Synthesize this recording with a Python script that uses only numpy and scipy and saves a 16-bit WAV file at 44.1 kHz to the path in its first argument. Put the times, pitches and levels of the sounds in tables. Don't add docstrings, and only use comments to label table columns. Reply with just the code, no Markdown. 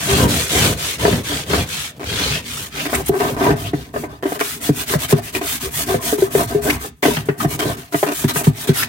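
import sys
import numpy as np
from scipy import signal
from scipy.fft import rfft, irfft, next_fast_len
from scipy.io import wavfile
from scipy.ndimage import uniform_filter1d, map_coordinates

SR = 44100
rng = np.random.default_rng(int(sys.argv[2]) if len(sys.argv) > 2 else 0)


def generate_wav(sig):
    pcm = np.round(np.clip(np.atleast_2d(sig).T, -1, 1) * 32767).astype(np.int16)
    wavfile.write(sys.argv[1], SR, pcm)


N = 391608


def amp(db):
    return 10 ** (np.asarray(db) / 20)


def unit(x):
    return x / np.sqrt(np.mean(x ** 2) + 1e-20)


def along(points, hz):
    f, v = np.transpose(points)
    return np.interp(np.log(hz + 1), np.log(f + 1), v)


def curves(rows):
    s, *cols = np.transpose(rows)
    return [np.interp(np.arange(N) / SR, s, c) for c in cols]


def wobble(rate_hz):
    knots = rng.standard_normal(4096)
    return map_coordinates(knots, [np.arange(N) * rate_hz / SR], mode="wrap")


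def filtered(x, response):
    n = x.shape[-1]
    m = 2 * next_fast_len(n // 2 + SR // 8)
    return irfft(rfft(x, m) * response(np.fft.rfftfreq(m, 1 / SR)), m)[..., :n]


def colour(points, hz):
    cepstrum = irfft(np.log(amp(along(points, hz))))
    half = len(cepstrum) // 2
    fold = np.r_[1, np.full(half - 1, 2), 1, np.zeros(half - 1)]
    return np.exp(rfft(cepstrum * fold))


def resonance(hz, centre_hz, width_hz):
    return 1j * hz * width_hz / (centre_hz ** 2 - hz ** 2 + 1j * hz * width_hz)


def lagged(x, lag_s):
    keep = np.exp(-1 / (lag_s * SR))
    return signal.lfilter([1 - keep], [1, -keep], x)


def add(track, start_s, sound):
    part = track[:, max(round(start_s * SR), 0):][:, :sound.shape[-1]]
    part += sound[..., :part.shape[-1]]


def slips(rate_hz, spread_db):
    size = amp(spread_db * np.clip(rng.standard_normal(N), -2, 2)) * rng.choice([-1, 1], N)
    fires = rng.random(N) < rate_hz / SR
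    return unit(size * fires / np.sqrt(rate_hz))


def shifting(x, depth_db, size):
    z = signal.stft(x, nperseg=1024)[2]
    field = uniform_filter1d(rng.standard_normal(z.shape[1:]), size=size, axis=0)
    field = uniform_filter1d(field, size=4, axis=1)
    return unit(signal.istft(z * amp(depth_db * unit(field)), nperseg=1024)[1][:, :N])


# start in seconds, bristle hiss in relative dB, coarse rasp in relative dB,
# grip on the basin in relative dB, share of the stroke at which it is fastest (0-1).
STROKES = [(-0.096, -26.5, -28, -17.5, 0.67), (0.275, -27.5, -30, -18, 0.3), (0.488, -25, -27, -8.5, 0.46),
           (0.757, -29, -31, -28.5, 0.51), (0.982, -32.5, -32, -12.5, 0.31), (1.23, -32, -32, -24, 0.42),
           (1.457, -31.5, -30.5, -9.5, 0.53), (1.659, -33, -34, -37.5, 0.44), (1.929, -63, -59, -33, 0.76),
           (1.989, -33, -29.5, -20.5, 0.63), (2.419, -35, -37, -33.5, 0.55), (2.7, -42, -34, -31.5, 0.58),
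           (2.898, -38, -38.5, -16, 0.4), (3.04, -37.5, -33.5, -38, 0.69), (3.105, -40.5, -37, -24.5, 0.58),
           (3.364, -41.5, -35.5, -16, 0.45), (3.557, -43.5, -40.5, -24.5, 0.28),
           (3.731, -53.5, -46.5, -36, 0.21), (3.926, -46.5, -46, -28, 0.43), (4.085, -61, -53.5, -33, 0.3),
           (4.212, -42, -42, -39, 0.66), (4.388, -35.5, -34.5, -36, 0.35), (4.601, -33, -32.5, -24.5, .52),
           (4.714, -34, -32.5, -30, 0.65), (4.855, -31.5, -29.5, -21.5, 0.55), (4.975, -34, -31, -29, 0.6),
           (5.072, -28.5, -27.5, -18.5, 0.64), (5.14, -45, -41, -21, 0.6),
           (5.212, -41.5, -38.5, -31.5, 0.5), (5.321, -36.5, -35.5, -22.5, 0.49),
           (5.404, -31.5, -30.5, -36.5, 0.55), (5.598, -35.5, -32.5, -26, 0.4),
           (5.701, -30, -32, -27.5, 0.58), (5.858, -35.5, -32.5, -21.5, 0.37),
           (5.998, -31.5, -31.5, -26, 0.53), (6.173, -38, -37.5, -24.5, 0.32),
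           (6.297, -32, -33.5, -22, 0.52), (6.471, -44, -39.5, -25, 0.26),
           (6.614, -33.5, -34.5, -15.5, 0.36), (6.788, -40.5, -40, -29, 0.46), (6.907, -70, -75, -58, 0.7),
           (7.024, -33.5, -29.5, -23.5, 0.1), (7.252, -51, -54, -31.5, 0.15),
           (7.368, -36.5, -36.5, -20, 0.57), (7.466, -35, -36, -27, 0.61), (7.575, -39.5, -36, -21, 0.49),
           (7.769, -47, -43, -33, 0), (7.911, -36, -39, -44, 0.48), (8.091, -34, -35, -34, 0.53),
           (8.278, -32.5, -27.5, -18.5, 0.3), (8.332, -29, -33, -22.5, 0.42), (8.435, -35, -35, -23, 0.23),
           (8.51, -38, -37, -32, 0.72), (8.67, -36.5, -30.5, -17.5, 0.22), (8.729, -32.5, -29, -29.5, 0.46)]
LAST_STOP_S = 8.87
# time in seconds, relative share.
CREEP = [(0.25, 0.034), (0.48, 0.74), (0.74, 0.12), (2.7, 0.14), (2.9, 0.62), (3.1, 0.13)]


def strokes(cruise_s=0.18, grip_power=1.3):
    start_s, hiss_db, rasp_db, grip_db, fastest = np.transpose(STROKES)
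    turns_s, t = np.maximum.accumulate(np.r_[start_s, LAST_STOP_S]), np.arange(N) / SR
    progress = np.interp(t, turns_s, np.arange(len(turns_s)))
    k = np.minimum(progress.astype(int), len(start_s) - 1)
    warp = np.log(.5) / np.log(np.clip(fastest, .05, .95))
    swing = np.abs(np.sin(np.pi * (progress - k) ** warp[k]))
    cruise = np.maximum(np.diff(turns_s) / cruise_s, .5)[k]
    speed = np.tanh(cruise * swing ** 1.274) / np.tanh(cruise)
    middle_s = (turns_s[1:] + turns_s[:-1]) / 2

    def level(db, motion, creep):
        return amp(db[k]) * motion + creep * amp(np.interp(t, middle_s, db))

    creep, = curves(CREEP)
    hiss = level(hiss_db, speed, 0.62 * creep)
    rasp = level(rasp_db, speed, 0.67 * creep)
    grip = level(grip_db, 0.73 * speed ** grip_power, 0.28)
    return speed, hiss, rasp, grip


CORNER_S = 2.66


def cornered():
    return .5 + .5 * np.tanh((np.arange(N) / SR - CORNER_S) / .15)


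def bristles(spectrum, rate_hz, spread_db, smooth, patchy_db, ring_s):
    energy = signal.lfilter([1], [1, -np.exp(-1 / (ring_s * SR))], slips(rate_hz, spread_db) ** 2)
    envelope = np.sqrt(energy / energy.mean() + smooth ** 2)
    ticks = shifting(envelope * rng.standard_normal((2, N)), patchy_db, size=4)
    return np.sqrt(2) * unit(filtered(ticks, lambda hz: colour(spectrum, hz)))


# frequency in Hz, relative level in dB.
HISS = [(2500, -35), (4500, -15), (6000, -1.5), (8500, 1), (10800, -2.5), (15500, -4.5)]
RASP = [(450, -13.5), (800, -3), (1700, 2.5), (3500, 3), (6500, -3.5), (12000, -60)]


def scrubbing(tip_db=11.5, tuft_hz=3300, tuft_width_hz=2600, tuft_db=3.5,
              slow_hz=2100, fast_hz=3400, sweep=0.4):
    speed, hiss_gain, rasp_gain, _ = strokes()
    tufts, tilt = wobble(180), cornered() - .5
    hiss = bristles(HISS, 6000 * (speed + .2), spread_db=4.0, smooth=.65, patchy_db=1.1, ring_s=.0004)
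    rasp = bristles(RASP, 2000 * (speed + 0.32), spread_db=5.0, smooth=.8, patchy_db=3.0, ring_s=0.0013)
    tips = filtered(hiss, lambda hz: 1 - 1 / (1 + (hz / 10500) ** 4))
    hiss = hiss + tips * (amp(tip_db * tilt) - 1)
    singing = filtered(rasp, lambda hz: resonance(hz, tuft_hz, tuft_width_hz))
    rasp = rasp + singing * (amp(-tuft_db * tilt) - 1)
    slow_ring = filtered(rasp, lambda hz: resonance(hz, slow_hz, slow_hz / 4))
    fast_ring = filtered(rasp, lambda hz: resonance(hz, fast_hz, fast_hz / 4))
    ring = slow_ring * (1 - speed ** 2) + fast_ring * speed ** 2
    rasp = (rasp + sweep * ring) / np.sqrt(1 + sweep / 2)
    return (hiss * hiss_gain + rasp * rasp_gain) * amp(3.0 + 1.0 * tufts)


# frequency in Hz, width in Hz, relative level in dB,
# phase between the microphone ports in rad.
BASIN = [(67.2, 9.2, 5, -0.5), (109.7, 9.4, 3.5, -0.46), (145, 24.4, 8, -0.2), (244.9, 16, 0, 0.3),
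         (295, 37.4, 2, -0.1), (383, 32.4, 4.5, 0.12), (414.4, 9.8, 5, -0.7), (504, 26, -5.5, 1.97),
         (608, 37, 0.5, -1.63), (678, 55, 4, 0.22), (963, 135, 1.5, 1.8), (1215, 35, 10.5, 3.5),
         (1550, 61, 8, -1.7), (1748, 23, 16, 2.1), (2103, 270, 5.5, -3.9)]


def basin(hz, scatter_db):
    luck = rng.standard_normal(len(BASIN))
    ports = np.array([[.5j], [-.5j]])
    return sum(amp(db + scatter_db * z) * np.exp(ports * phase) * resonance(hz, centre_hz, width_hz)
               for (centre_hz, width_hz, db, phase), z in zip(BASIN, luck))


# time in seconds, relative level in dB.
WEIGHT = [(0, -24.5), (0.25, 6), (0.47, -26), (0.68, -8.5), (0.9, -20.5), (1.14, -10), (1.36, -20),
          (2.1, -13.5), (2.95, -18.5), (3.55, -11.5), (4.4, -22), (6.65, -21.5), (7.45, -14.5), (8, -27),
          (8.6, -21)]
RUMBLE_LAG_S, JUDDER_LAG_S = 0.022, 0.0046
RUMBLE_PER_GRIP, RUMBLE_PER_RASP = 0.47, 0.19


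def drag():
    _, _, rasp, grip = strokes()
    weight_db, = curves(WEIGHT)

    def follow_db(gain, lag_s):
        return 20 * np.log10(lagged(gain, lag_s) + 1e-6)

    rumble_db = weight_db + RUMBLE_PER_GRIP * follow_db(grip, RUMBLE_LAG_S)
    rumble_db = rumble_db + RUMBLE_PER_RASP * follow_db(rasp, RUMBLE_LAG_S)
    return rumble_db, follow_db(grip, JUDDER_LAG_S)


# frequency in Hz, relative level in dB.
RUMBLE = [(25, -55), (70, 1.5), (170, -6.5), (230, 0.5), (400, -23.5), (1000, -85)]
JUDDER = [(100, -13.5), (260, 8), (400, 4), (700, 1), (1100, -3), (2000, -19)]
FLOOR = [(35, -36), (70, 9), (180, 4.5), (240, -5), (510, -2), (680, -13.5), (2500, -27)]


def dragging():
    rumble_db, judder_db = drag()
    corner = cornered()

    def shake(force, spectrum):
        return filtered(force, lambda hz: basin(hz, scatter_db=0) * colour(spectrum, hz))

    rumble = shifting(shake(slips(900, spread_db=3.0), RUMBLE), depth_db=4.0, size=2)
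    rumble = rumble * amp(rumble_db + 8.5)
    judder = shifting(shake(slips(700, spread_db=0.5), JUDDER), depth_db=5.0, size=3)
    judder = judder * amp(judder_db - 3.0 + 2.74 * wobble(35))
    floor = unit(filtered(slips(1200, spread_db=3.0), lambda hz: colour(FLOOR, hz)))
    floor = floor * amp((rumble_db + judder_db) / 2 - 1.5)
    rattle = bristles(CLACK, 200, spread_db=2.5, smooth=.3, patchy_db=3.5, ring_s=.003)
    rattle = rattle * amp(1.4 * judder_db - 12.0)
    return (rumble + judder + rattle) * (0.33 + 0.59 * corner) + floor * np.sqrt(1 - corner)


def plastic(hz, spectrum, ring_db=5, width_hz=130):
    centres_hz = rng.uniform(900, 3300, 4)
    ring = sum(resonance(hz, centre_hz, width_hz) for centre_hz in centres_hz)
    return colour(spectrum, hz) * (1 + amp(ring_db) * ring)


# start in seconds, length in seconds,
# basin judder in dB, bristle scratch in dB.
SCRAPES = [(1.996, 0.055, -29.5, -35.5), (2.855, 0.053, -26, -29), (3.202, 0.1, -21.5, -31.5),
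           (3.366, 0.15, -19.5, -31), (3.94, 0.046, -28, -46), (4.226, 0.16, -29.5, -37.5),
           (4.394, 0.024, -31, -21.5), (5.35, 0.048, -32, -23), (5.413, 0.039, -23.5, -34.5),
           (6.379, 0.051, -19.5, -44), (7.036, 0.043, -16.5, -23.5), (7.592, 0.054, -23, -23),
           (7.924, 0.021, -27.5, -30), (8.065, 0.066, -20.5, -27.5)]
# frequency in Hz, relative level in dB.
SCRATCH = [(400, -9), (900, -13), (1900, 1), (3200, -5), (15000, -11)]


def scrapes(slip_hz=260, uneven=.4, spread_db=0.5, edge_s=0.0077, stop_s=0.013):
    out, t = np.zeros((2, N)), np.arange(SR // 4) / SR
    for start_s, length_s, judder_db, scratch_db in SCRAPES:
        gap, size, clump = rng.standard_normal((3, 128))
        at_s = np.cumsum(np.exp(uneven * gap)) / slip_hz
        at_s -= at_s[0]
        rows_db = np.interp(at_s * 45, np.arange(len(clump)), np.clip(3 * clump, -5, 5))
        press = np.clip((length_s - at_s) / edge_s, 0, 1) * amp(rows_db)
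        force = amp(spread_db * np.clip(size, -2, 2)) * press
        jolts = np.bincount((at_s * SR).astype(int), force, len(t))[:len(t)]
        judder = filtered(jolts, lambda hz: basin(hz, scatter_db=0.5) * colour(JUDDER, hz))
        judder /= 1 + (np.maximum(t - length_s, 0) / stop_s) ** 2
        bursts = lagged(jolts ** 2, .002) * rng.standard_normal((2, len(t)))
        scratch = filtered(bursts, lambda hz: plastic(hz, SCRATCH))
        scrape = amp(judder_db) * unit(judder) + amp(scratch_db) * unit(scratch)
        add(out, start_s, scrape * np.sqrt(length_s / t[-1]))
    return out


# start in seconds, length in seconds,
# level in dB, initial slip rate in Hz.
GROANS = [(0.083, .075, -19.5, 427), (0.176, 0.11, -20, 536), (1.293, 0.084, -27.5, 295.6),
          (3.114, 0.063, -19.5, 432), (3.198, 0.079, -19.5, 431), (3.404, 0.028, -16, 436),
          (3.447, 0.067, -22, 368), (5.882, 0.054, -19.5, 404.7)]


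def groans(sag=.16, edge_s=0.0083, stop_s=0.0081):
    out, t = np.zeros((2, N)), np.arange(SR // 5) / SR
    for start_s, length_s, db, slip_hz in GROANS:
        gap, size = rng.standard_normal((2, 128))
        slowing = 1 + sag * np.arange(len(gap)) / (length_s * slip_hz)
        gaps_s = slowing * np.exp(.1 * gap) / slip_hz
        at_s = np.cumsum(gaps_s) - gaps_s[0]
        press = np.clip(np.minimum(at_s + gaps_s, length_s - at_s) / edge_s, 0, 1) * amp(3 * size)
        jolts = np.bincount((at_s * SR).astype(int), press, len(t))[:len(t)]
        groan = filtered(jolts, lambda hz: basin(hz, scatter_db=2) * colour(JUDDER, hz))
        groan /= 1 + (np.maximum(t - length_s, 0) / stop_s) ** 2
        add(out, start_s, amp(db) * unit(groan) * np.sqrt(length_s / t[-1]))
    return out


# time in seconds, knock in relative dB,
# heavy thump in relative dB, plastic clack in relative dB.
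KNOCKS = [(1.051, -2, -28, -9), (1.08, -2.5, -28, -23.5), (1.127, -17, -9, -18), (1.533, -5.5, -20, -12.5),
          (2.93, -7, -40, -16.5), (3.094, -1, -13, -50), (3.506, -5, -11, -18), (3.533, -12, -14, -45),
          (3.734, -6.5, -14.5, -25.5), (3.961, -11.5, -28, -20), (4.037, -12, -37, -26.5),
          (4.232, -10.5, -55, -25.5), (4.255, -5, -48, -22.5), (4.321, -8.5, -51, -27.5),
          (4.411, -6, -40, -9), (4.692, -3.5, -6, -38.5), (4.937, -5.5, -52, -15), (4.95, -12, -7, -32),
          (5.126, -2, -2, -18), (5.943, -5, -14, -31), (6.127, -4.5, -27, -40.5), (6.184, -10, -24, -45),
          (6.222, -2, -33.5, -44.5), (6.351, -1, -15, -22.5), (6.402, -6.5, -17, -31),
          (6.548, -4.5, -18, -48.5), (7.029, -3.5, -32, -13), (7.054, -2, -24, -17.5),
          (7.082, -2.5, -15.5, -31), (7.168, -30, -14.5, -13.5), (7.287, -5, -11.5, -15),
          (7.447, -3.5, -8, -23.5), (7.654, -7.5, -15.5, -60), (7.944, -0.5, -16, -13.5),
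          (8.029, 0, -23.5, -12), (8.241, -8.5, -2.5, -21.5), (8.359, -13, -18, -15.5),
          (8.47, -5, 0.5, -27.5), (8.689, -6, -2.5, -24.5)]
# frequency in Hz, relative level in dB.
KNOCK = [(60, -37), (170, -14), (280, 5), (430, 1), (750, -4.5), (1200, -17.5)]
CLACK = [(300, -25.5), (700, 5), (1250, 1.5), (2000, 3), (3200, -9.5), (4400, -14), (15000, -39)]


def knocks(hard_hz=2300, db_per_octave=18, weight_dulls=0.44,
           thump_hz=144, glide_hz=160, glide_s=0.0044, push_s=0.0128, damp_s=0.12, lag_s=0.003,
           clack_t60_s=0.084, free_s=0.17, held_db=-6, skid_hz=590, slowing=1.1):
    out, t = np.zeros((2, N)), np.arange(SR // 4) / SR
    nth = np.arange(1, 6)
    sag = glide_hz * glide_s * (1 - np.exp(-t / glide_s))
    push = np.sin(2 * np.pi * (thump_hz * t + sag)) * np.sin(np.pi * np.minimum(t / push_s, 1))
    clack_envelope = amp(-60 * t / clack_t60_s) * (1 - np.exp(-t / 0.00063))

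    def peak_one(x):
        return x / np.abs(x).max()

    for start_s, knock_db, thump_db, clack_db in KNOCKS:
        cushion_hz = hard_hz * 2 ** ((clack_db - weight_dulls * thump_db) / db_per_octave)
        catch_hz = skid_hz * (cushion_hz / hard_hz) ** .3
        gaps_s = slowing ** (nth - 1) * np.exp(.3 * rng.standard_normal(len(nth))) / catch_hz
        at = ((np.cumsum(gaps_s) - gaps_s[0]) * SR).astype(int)
        landing = np.bincount(at, nth * np.exp(-nth), len(t))
        knock = filtered(landing, lambda hz: basin(hz, scatter_db=5.0) * colour(KNOCK, hz)
                         / (1 + 1j * hz / cushion_hz) ** 2)
        knock *= amp(held_db * (1 - np.exp(-(t / free_s) ** 2)))
        thump = filtered(push, lambda hz: basin(hz, scatter_db=2.5)) / (1 + (t / damp_s) ** 4)
        burst = rng.standard_normal((2, len(t))) * clack_envelope
        clack = filtered(burst, lambda hz: plastic(hz, CLACK))
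        add(out, start_s, amp(knock_db) * peak_one(knock) + amp(clack_db + 3.5) * peak_one(clack))
        add(out, start_s + lag_s, amp(thump_db) * peak_one(thump))
    return out


# start in seconds, length in seconds,
# level in dB, middle pitch in Hz.
FLICKS = [(2.771, 0.067, -30, 2580), (2.935, 0.032, -23, 2140), (2.944, 0.019, -20.5, 8500),
          (3.058, 0.017, -28, 9600), (3.079, 0.018, -22.5, 13200), (3.633, 0.081, -33.5, 3080),
          (6.696, 0.018, -14, 2160), (7.399, 0.024, -22, 1280), (8.75, 0.089, -24.5, 11200),
          (8.82, 0.023, -19.5, 1740)]


def flicks(rise_octaves=0.47, sharpness=5):
    out, t = np.zeros((2, N)), np.arange(SR // 8) / SR
    for start_s, length_s, db, pitch_hz in FLICKS:
        done = np.minimum(t / length_s, 1)
        noise = rng.standard_normal((2, len(t)))
        ring = filtered(noise, lambda hz: resonance(hz, pitch_hz, pitch_hz / sharpness))
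        clock = np.cumsum(2 ** (rise_octaves * (done - .5)))
        flick = np.array([map_coordinates(port, [clock]) for port in ring]) * np.sin(np.pi * done)
        add(out, start_s, amp(db) * unit(flick) * np.sqrt(length_s / t[-1]))
    return out


# frequency in Hz, t60 in seconds.
ROOM = [(100, 0.0067), (500, 0.27), (3000, 0.36), (12000, 0.11)]


def room(x):
    hz, t, z = signal.stft(rng.standard_normal((2, SR // 2)), SR, nperseg=256)
    decay = amp(-60 * t / along(ROOM, hz)[:, None])
    tail = signal.istft(z * decay, SR, nperseg=256)[1]
    return signal.fftconvolve(x, tail / np.linalg.norm(tail[0]), axes=1)[:, :N]


def background():
    return unit(filtered(rng.standard_normal((2, N)), lambda hz: 1 / (1 + hz / 800)))


def scene():
    brush = scrubbing() + dragging() + scrapes() + groans() + knocks() + flicks()
    return brush + amp(-15.0) * room(brush) + amp(-80) * background()


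# frequency in Hz, left minus right in dB.
LEAN = [(100, 0), (500, 1.8), (1100, 4.5), (2000, 1.3), (5000, 0)]
TOP_HZ = 15980


def record(dry):
    x = filtered(dry, lambda hz: amp(np.array([[.5], [-.5]]) * along(LEAN, hz)))
    x = x / (1 + np.abs(x) ** 8) ** (1 / 8)
    return filtered(x, lambda hz: hz < TOP_HZ)


dry = scene()
out = record(dry)
generate_wav(out)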